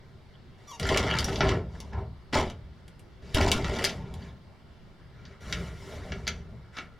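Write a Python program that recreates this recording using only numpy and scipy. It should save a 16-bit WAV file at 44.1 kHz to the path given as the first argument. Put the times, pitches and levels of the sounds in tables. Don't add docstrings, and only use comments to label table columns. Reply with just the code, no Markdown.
import sys
import numpy as np
from scipy import signal
from scipy.fft import rfft, irfft
from scipy.io import wavfile
from scipy.ndimage import uniform_filter1d

SR = 44100
rng = np.random.default_rng(int(sys.argv[2]) if len(sys.argv) > 2 else 0)


def wav_out(sig):
    wavfile.write(sys.argv[1], SR, np.round(np.clip(np.atleast_2d(sig).T, -1, 1) * 32767).astype(np.int16))


N = 308259

# [pitch_hz, relative_level_db]
AIR_SPECTRUM = [(25, -3.5), (117, 2.5), (335, -16.5), (372, -7), (410, -15), (2110, -25.5), (5000, -32),
                (6380, -42.5), (16000, -53.5)]
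# [pitch_hz, likeness_0_to_1]
AIR_LIKENESS = [(60, 0.79), (950, 0.48), (15000, 0.45)]
AIR_RMS_DB = -51.5

# [start_s, build_up_s, hold_s, sway_of_leaf_db, judder_of_wood_db, chatter_of_panes_db,
# pane_brightness_db_per_octave]; the levels are those reached at the end of the build-up
PUSHES = [(0.577, 0.26, 0.005, -70, -55.5, -57, 3), (0.793, 0.013, 0.041, -27, -39, -46.5, 4),
          (0.82, 0.11, 0.12, -26, -26.5, -30.5, -2), (1.062, 0.037, 0.095, -35, -34, -31, -5),
          (1.142, 0.18, 0.067, -29, -34.5, -39.5, 1.3), (1.41, 0.0042, 0.11, -25, -25, -31.5, -5.5),
          (1.687, 0.068, 0.15, -44, -49, -58.5, 1), (1.918, 0.011, 0.08, -33, -40.5, -55.5, -9),
          (2.325, 0.0049, 0.026, -29, -29.5, -37, -9), (2.325, 0.044, 0.0025, -30, -20.5, -23.5, -1.5),
          (3.221, 0.16, .003, -38, -49, -49.5, 0), (3.34, 0.017, 0.22, -27, -25, -29, -0.8),
          (3.583, 0.067, 0.033, -27.5, -35.5, -42.5, -3), (3.64, 0.19, 0.041, -37, -33.5, -35, -0.4),
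          (3.885, 0.028, 0.24, -34.5, -42.5, -55, -1.5), (4.108, 0.11, 0.069, -42.5, -51.5, -54.5, -0.5),
          (5.137, 0.17, 0.034, -48.5, -59, -60, -1), (5.405, 0.1, 0.18, -34, -43, -45.5, 3.5),
          (5.665, 0.27, 0.033, -42.5, -46, -50, 4.5), (5.912, 0.15, 0.33, -37, -45.5, -52.5, 2.5),
          (6.414, 0.081, 0.075, -40, -54.5, -69.5, 5), (6.725, 0.026, 0.021, -55, -70, -53, 0.5),
          (6.765, 0.0057, 0.01, -59, -55, -43.5, -1)]
BUILD_DB = 10
SAG_DB_PER_S = (9, 29.5, 33)
LET_GO_DB_PER_S = (168, 234, 254.5)
SETTLE_DB = (-10, -27, -21)
SETTLE_DB_PER_S = (31.5, 135, 188)
REST_DB = (-95, -66.5, -71.5)
REST_BRIGHT_DB = -4.5

# [pitch_hz, width_hz, level_db]
LEAF_MODES = [(59.5, 14.7, 0.5), (78.5, 15.4, 0), (113.5, 17, -2.5), (169, 69, -6.5)]
# [pitch_hz, width_hz, level_db]
WOOD_MODES = [(229, 151, 2), (372, 67.6, 4), (617, 230, -0.5), (902, 292, -4), (1112, 280, -8)]
# [pitch_hz, width_hz, level_db]
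PANE_MODES = [(1360, 216, 4), (1745, 323, 4.5), (2052, 260, 6.5), (2375, 324, 5.5), (2955, 554, 3),
              (3604, 400, 3), (4100, 510, -1), (4650, 330, 0), (5280, 420, -2), (5840, 450, -3),
              (6910, 960, -8), (9570, 2600, -16), (12160, 3900, -23)]
LINGER, LINGER_DB = 3, -16
RUB_DB, KNOCK_DB = -51.5, -34
# [pitch_hz, gain_db]
RUB_TONE = [(650, -0.5), (1000, -5), (1345, 8.5), (2800, 0), (4650, -2)]
AJAR_S = 5

# [start_s, length_s, centre_hz, width_hz, level_before_shaping_db]
SCRAPES = [(0.327, 0.053, 3220, 500, -61), (1.082, 0.078, 2990, 490, -29)]
# [time_s, slip_rate_hz, level_db], before the random wobble of both
SQUEAK_PATH = [(0.671, 1180, -59), (0.683, 1160, -50.5), (0.712, 1142, -46), (0.727, 946, -47.5),
               (0.756, 932, -47), (0.772, 870, -60)]
# [pitch_hz, level_db]
SQUEAK_TONE = [(1100, 1), (2100, -19), (2800, -3.5), (5500, -17), (5800, 0), (8000, -23.5)]

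# [start_s, peak_db, body_at_1200_hz_and_below_db, edge_at_9000_hz_and_above_db, favoured_ring_hz]
CLACKS = [(0.7975, -24, -0.5, 9, 3110), (0.83, -25.5, 0, -4, 4640), (0.854, -23, 9, -8, 1690),
          (0.869, -30, -26, 7, 7400), (0.8904, -15, 1, -3, 2840), (0.9737, -11.5, -34, 2, 1660),
          (1.187, -13.5, -58, 2.5, 4380), (1.205, -25, -23.5, 10, 4280), (1.2439, -18, -62, 10.5, 5670),
          (1.2837, -22, 17, -20, 2860), (1.328, -29.5, -8, -15, 3400), (1.358, -21.5, -18, -15, 4000),
          (1.4064, -11, 10, -46, 2850), (1.491, -18, -15, -7, 1650), (1.752, -44, 17, 4, 1710),
          (1.8028, -33, -29, 9, 5600), (1.932, -35.5, 15, -9, 1570), (2.3283, -29, 2, -15, 1290),
          (2.357, -15, 25, -16, 724), (2.4995, -32.5, -6, 3, 3300), (2.88, -44, 4, 13.5, 2770),
          (2.994, -46.5, -22, 17, 2710), (3.3463, -15.5, -10, 10.5, 3200), (3.5162, -9, -35, 5, 2000),
          (3.6446, -22, 1, -7, 1230), (3.842, -14.5, 0.5, 8.5, 5230), (3.8485, -11, -28, 5, 5000),
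          (3.894, -23.5, -28, -3, 1580), (4.14, -37, -43, 11.5, 3920), (5.253, -38, -11, -16, 4520),
          (5.5255, -16, -12, -5, 1860), (6.12, -23.5, 7.5, -24, 2680), (6.269, -22.5, 2, -31, 4740),
          (6.2772, -14.5, -4, -6, 5300), (6.769, -28.5, 0, -46, 3060), (6.786, -24, 6, -43, 2200)]
# [start_s, starting_level_db]
SHOVES = [(0.81, -23), (2.383, -13.5), (3.347, -7)]

# [pitch_hz, t60_s]
ROOM_DECAY = [(300, 0.39), (14000, 0.0056)]
# [pitch_hz, gain_db]
PORT_DIFFERENCE = [(300, -49), (2000, -37.5), (4500, -17), (8000, -1.5), (15000, 3)]
# [pitch_hz, left_minus_right_db]
LEFT_LEAN = [(3500, 0.43), (9000, 3)]
NOTCH_HZ, NOTCH_Q = 2490, 15.4
BAND_EDGE_HZ = 16200


def gain_of(db):
    return 10 ** (np.asarray(db) / 20)


def evened(x):
    return x / np.sqrt(np.mean(x ** 2) + 1e-20)


def read(points, hz):
    f, value = np.transpose(points)
    return np.interp(np.log(hz + 1), np.log(f + 1), value)


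def add(mix, s, sound):
    part = mix[round(s * SR):][:len(sound)]
    part += sound[:len(part)]


def coloured(x, points):
    hz = np.fft.rfftfreq(x.shape[-1], 1 / SR)
    return irfft(rfft(x) * gain_of(read(points, hz)), x.shape[-1])


def room_tone():
    frames, hz = N // 512 + 5, np.fft.rfftfreq(2048, 1 / SR)
    a, b, c, d, patches = rng.standard_normal((frames, 1025, 5)).T
    patches = uniform_filter1d(patches, size=20, axis=0)
    patches = evened(uniform_filter1d(patches, size=8, axis=1))
    same = np.clip(read(AIR_LIKENESS, hz), -1, 1)[:, None]
    left = a + 1j * b
    right = same * left + np.sqrt(1 - same ** 2) * (c + 1j * d)
    spectra = np.array([left, right]) * gain_of(read(AIR_SPECTRUM, hz)[:, None] + 1.5 * patches)
    air = signal.istft(spectra, nperseg=2048, noverlap=1536)[1][:, :N]
    return gain_of(AIR_RMS_DB) * evened(air)


def motion():
    t = np.arange(0, N / SR + .01, .001)[:, None]
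    power = gain_of(2 * np.array(REST_DB))[None]
    bright = REST_BRIGHT_DB * power[:, 2]
    for start, build, hold, *levels_db, bright_db in PUSHES:
        climb = (t - start) / build
        held = np.clip(t - start - build, 0, hold)
        since = np.maximum(t - start - build - hold, 0)
        let_go = gain_of(-since * LET_GO_DB_PER_S)
        settling = gain_of(SETTLE_DB - since * SETTLE_DB_PER_S)
        fall = let_go + settling * (1 - let_go)
        pressed_db = levels_db - BUILD_DB * (1 - np.clip(climb, 0, 1)) - held * SAG_DB_PER_S
        push = (climb > 0) * (gain_of(pressed_db) * fall) ** 2
        power = power + push
        bright = bright + bright_db * push[:, 2]
    curves = (*np.sqrt(power.T), bright / power[:, 2])
    return [np.interp(np.arange(N) / SR, t[:, 0], curve) for curve in curves]


def jolts(per_s, spread_db, spray_s, hiss, loose):
    size = gain_of(spread_db * np.minimum(rng.exponential(1, N), 4)) * (rng.random(N) < per_s / SR)
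    sprays = signal.lfilter([1], [1, -np.exp(-1 / (spray_s * SR))], size)
    impacts = evened(sprays) + hiss
    return (loose * evened(impacts) + 1 - loose) * rng.standard_normal(N)


def drift(modes, depth_db, size):
    steps = uniform_filter1d(rng.standard_normal((N // 64 + 2, len(modes))), size=size, axis=0)
    at = np.arange(N) / 64
    return [np.interp(at, np.arange(len(v)), depth_db * min(1, 400 / w) * evened(v))
            for v, (hz, w, db) in zip(steps.T, modes)]


def ring(x, modes, shades_db, linger_db=LINGER_DB):
    t, out, energy = np.arange(5000) / SR, 0, 0
    for k, ((hz, w, db), shade_db) in enumerate(zip(modes, shades_db)):
        core = gain_of(linger_db) / LINGER * np.exp(-np.pi * max(w / LINGER, 14) * t)
        dying = np.exp(-np.pi * w * t) + core
        mode = (-1) ** k * gain_of(db) * w * dying * np.sin(2 * np.pi * hz * t)
        out = out + signal.oaconvolve(x * gain_of(shade_db), mode)[:len(x)]
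        energy += np.sum(mode ** 2)
    return out / np.sqrt(energy)


def door():
    sway, judder, chatter, bright_db = motion()
    ajar = np.arange(N) > AJAR_S * SR
    loose = np.interp(20 * np.log10(chatter), (RUB_DB, KNOCK_DB), (0, 1))
    bumps = jolts(per_s=220, spread_db=2.2, spray_s=0.0015, hiss=1.2, loose=loose)
    ticks = jolts(per_s=260, spread_db=2.8, spray_s=0.0012, hiss=0.7, loose=loose)
    pane_shades = [d + bright_db * np.log2(hz / 2800) + ajar * read(RUB_TONE, hz)
                   for d, (hz, w, db) in zip(drift(PANE_MODES, depth_db=2.5, size=16), PANE_MODES)]
    wood_shades = [d + ajar * read(RUB_TONE, hz)
                   for d, (hz, w, db) in zip(drift(WOOD_MODES, depth_db=2.5, size=20), WOOD_MODES)]
    leaf = ring(sway * bumps, LEAF_MODES, drift(LEAF_MODES, depth_db=2.0, size=60))
    wood = ring(judder * bumps, WOOD_MODES, wood_shades)
    panes = ring(chatter * ticks, PANE_MODES, pane_shades)
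    return leaf, wood + panes


def claw_scrapes():
    out = np.zeros(N)
    for s, length, centre_hz, width_hz, db in SCRAPES:
        n = int(length * SR)
        lowpass = signal.butter(3, width_hz / SR, output="sos")
        fuzz = signal.sosfilt(lowpass, rng.standard_normal(8192))
        carrier = np.sin(2 * np.pi * centre_hz * np.arange(n) / SR)
        add(out, s, gain_of(db) * evened(fuzz[-n:]) * carrier * np.hanning(n))
    return out


def pad_squeak():
    out, (s, hz, db) = np.zeros(N), np.transpose(SQUEAK_PATH)
    t = np.arange(s[0], s[-1], 1 / SR)
    wobble = 1 + 0.07 * uniform_filter1d(rng.standard_normal(len(t)), size=150)
    pitch = np.interp(t, s, hz) * wobble
    turns = np.cumsum(pitch) / SR
    stack = sum(gain_of(read(SQUEAK_TONE, k * pitch)) * np.cos(2 * np.pi * k * turns) for k in range(1, 13))
    flutter_db = 2.6 * evened(uniform_filter1d(rng.standard_normal(len(t)), size=90))
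    level = gain_of(np.interp(t, s, db) + flutter_db)
    add(out, s[0], level * stack * signal.windows.tukey(len(t), .1))
    return out


def clacks():
    out, t = np.zeros(N), np.arange(8192) / SR
    sprays = rng.standard_normal((len(CLACKS), len(t)))
    fade = np.exp(-t / 0.0096) + gain_of(-18.5 - 60 * t / 0.33)
    for (s, db, body_db, edge_db, loud_hz), spray in zip(CLACKS, sprays):
        tilt = [(1200, body_db), (2500, 0), (6000, 0.022), (9000, edge_db)]  # (Hz, dB)
        struck = WOOD_MODES + PANE_MODES + [(loud_hz, 250, 0)]
        hz = np.transpose(struck)[0]
        favour_db = 5 * np.exp(-(np.log(hz / loud_hz) / 0.2) ** 2)
        tick = 14 * (t == 0)
        sound = ring(spray * fade + tick, struck, read(tilt, hz) + favour_db, linger_db=-50)
        add(out, s, gain_of(db) * sound / abs(sound).max())
    return out


def thumps():
    out, t = np.zeros(N), np.arange(8192) / SR
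    for s, db in SHOVES:
        add(out, s, gain_of(db - 60 * t / 0.027) * np.sin(2 * np.pi * 50 * t))
    return out


def room(x):
    taps = np.zeros(SR // 2)
    at = np.arange(20, len(taps) - 20, 20)
    taps[at + rng.integers(0, 20, len(at))] = rng.choice([-1., 1.], len(at))
    hz, t, z = signal.stft(taps, SR, nperseg=256)
    decay = gain_of(-60 * t / read(ROOM_DECAY, hz)[:, None])
    tail = signal.istft(z * decay, SR, nperseg=256)[1]
    return signal.fftconvolve(x, tail / np.linalg.norm(tail))[:N]


def scene():
    air = room_tone()
    leaf, frame = door()
    near = frame + claw_scrapes() + pad_squeak() + clacks() + thumps()
    mid = near + gain_of(-8.5) * room(near) + leaf
    turn = 2 * np.pi * 3.5 * np.arange(N) / SR
    side = coloured(room(near * np.cos(turn)) + room(near * np.sin(turn)), PORT_DIFFERENCE)
    left_tone, right_tone = [[(hz, sign * db / 2) for hz, db in LEFT_LEAN] for sign in (1, -1)]
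    return np.array([coloured(mid + side, left_tone), coloured(mid - side, right_tone)]) + air


def record(dry):
    dipped = signal.lfilter(*signal.iirnotch(NOTCH_HZ, NOTCH_Q, SR), dry)
    lowpass = signal.firwin(511, BAND_EDGE_HZ, window=("kaiser", 9), fs=SR)
    return signal.oaconvolve(dipped, lowpass[None], "same")


dry = scene()
out = record(dry)
wav_out(out)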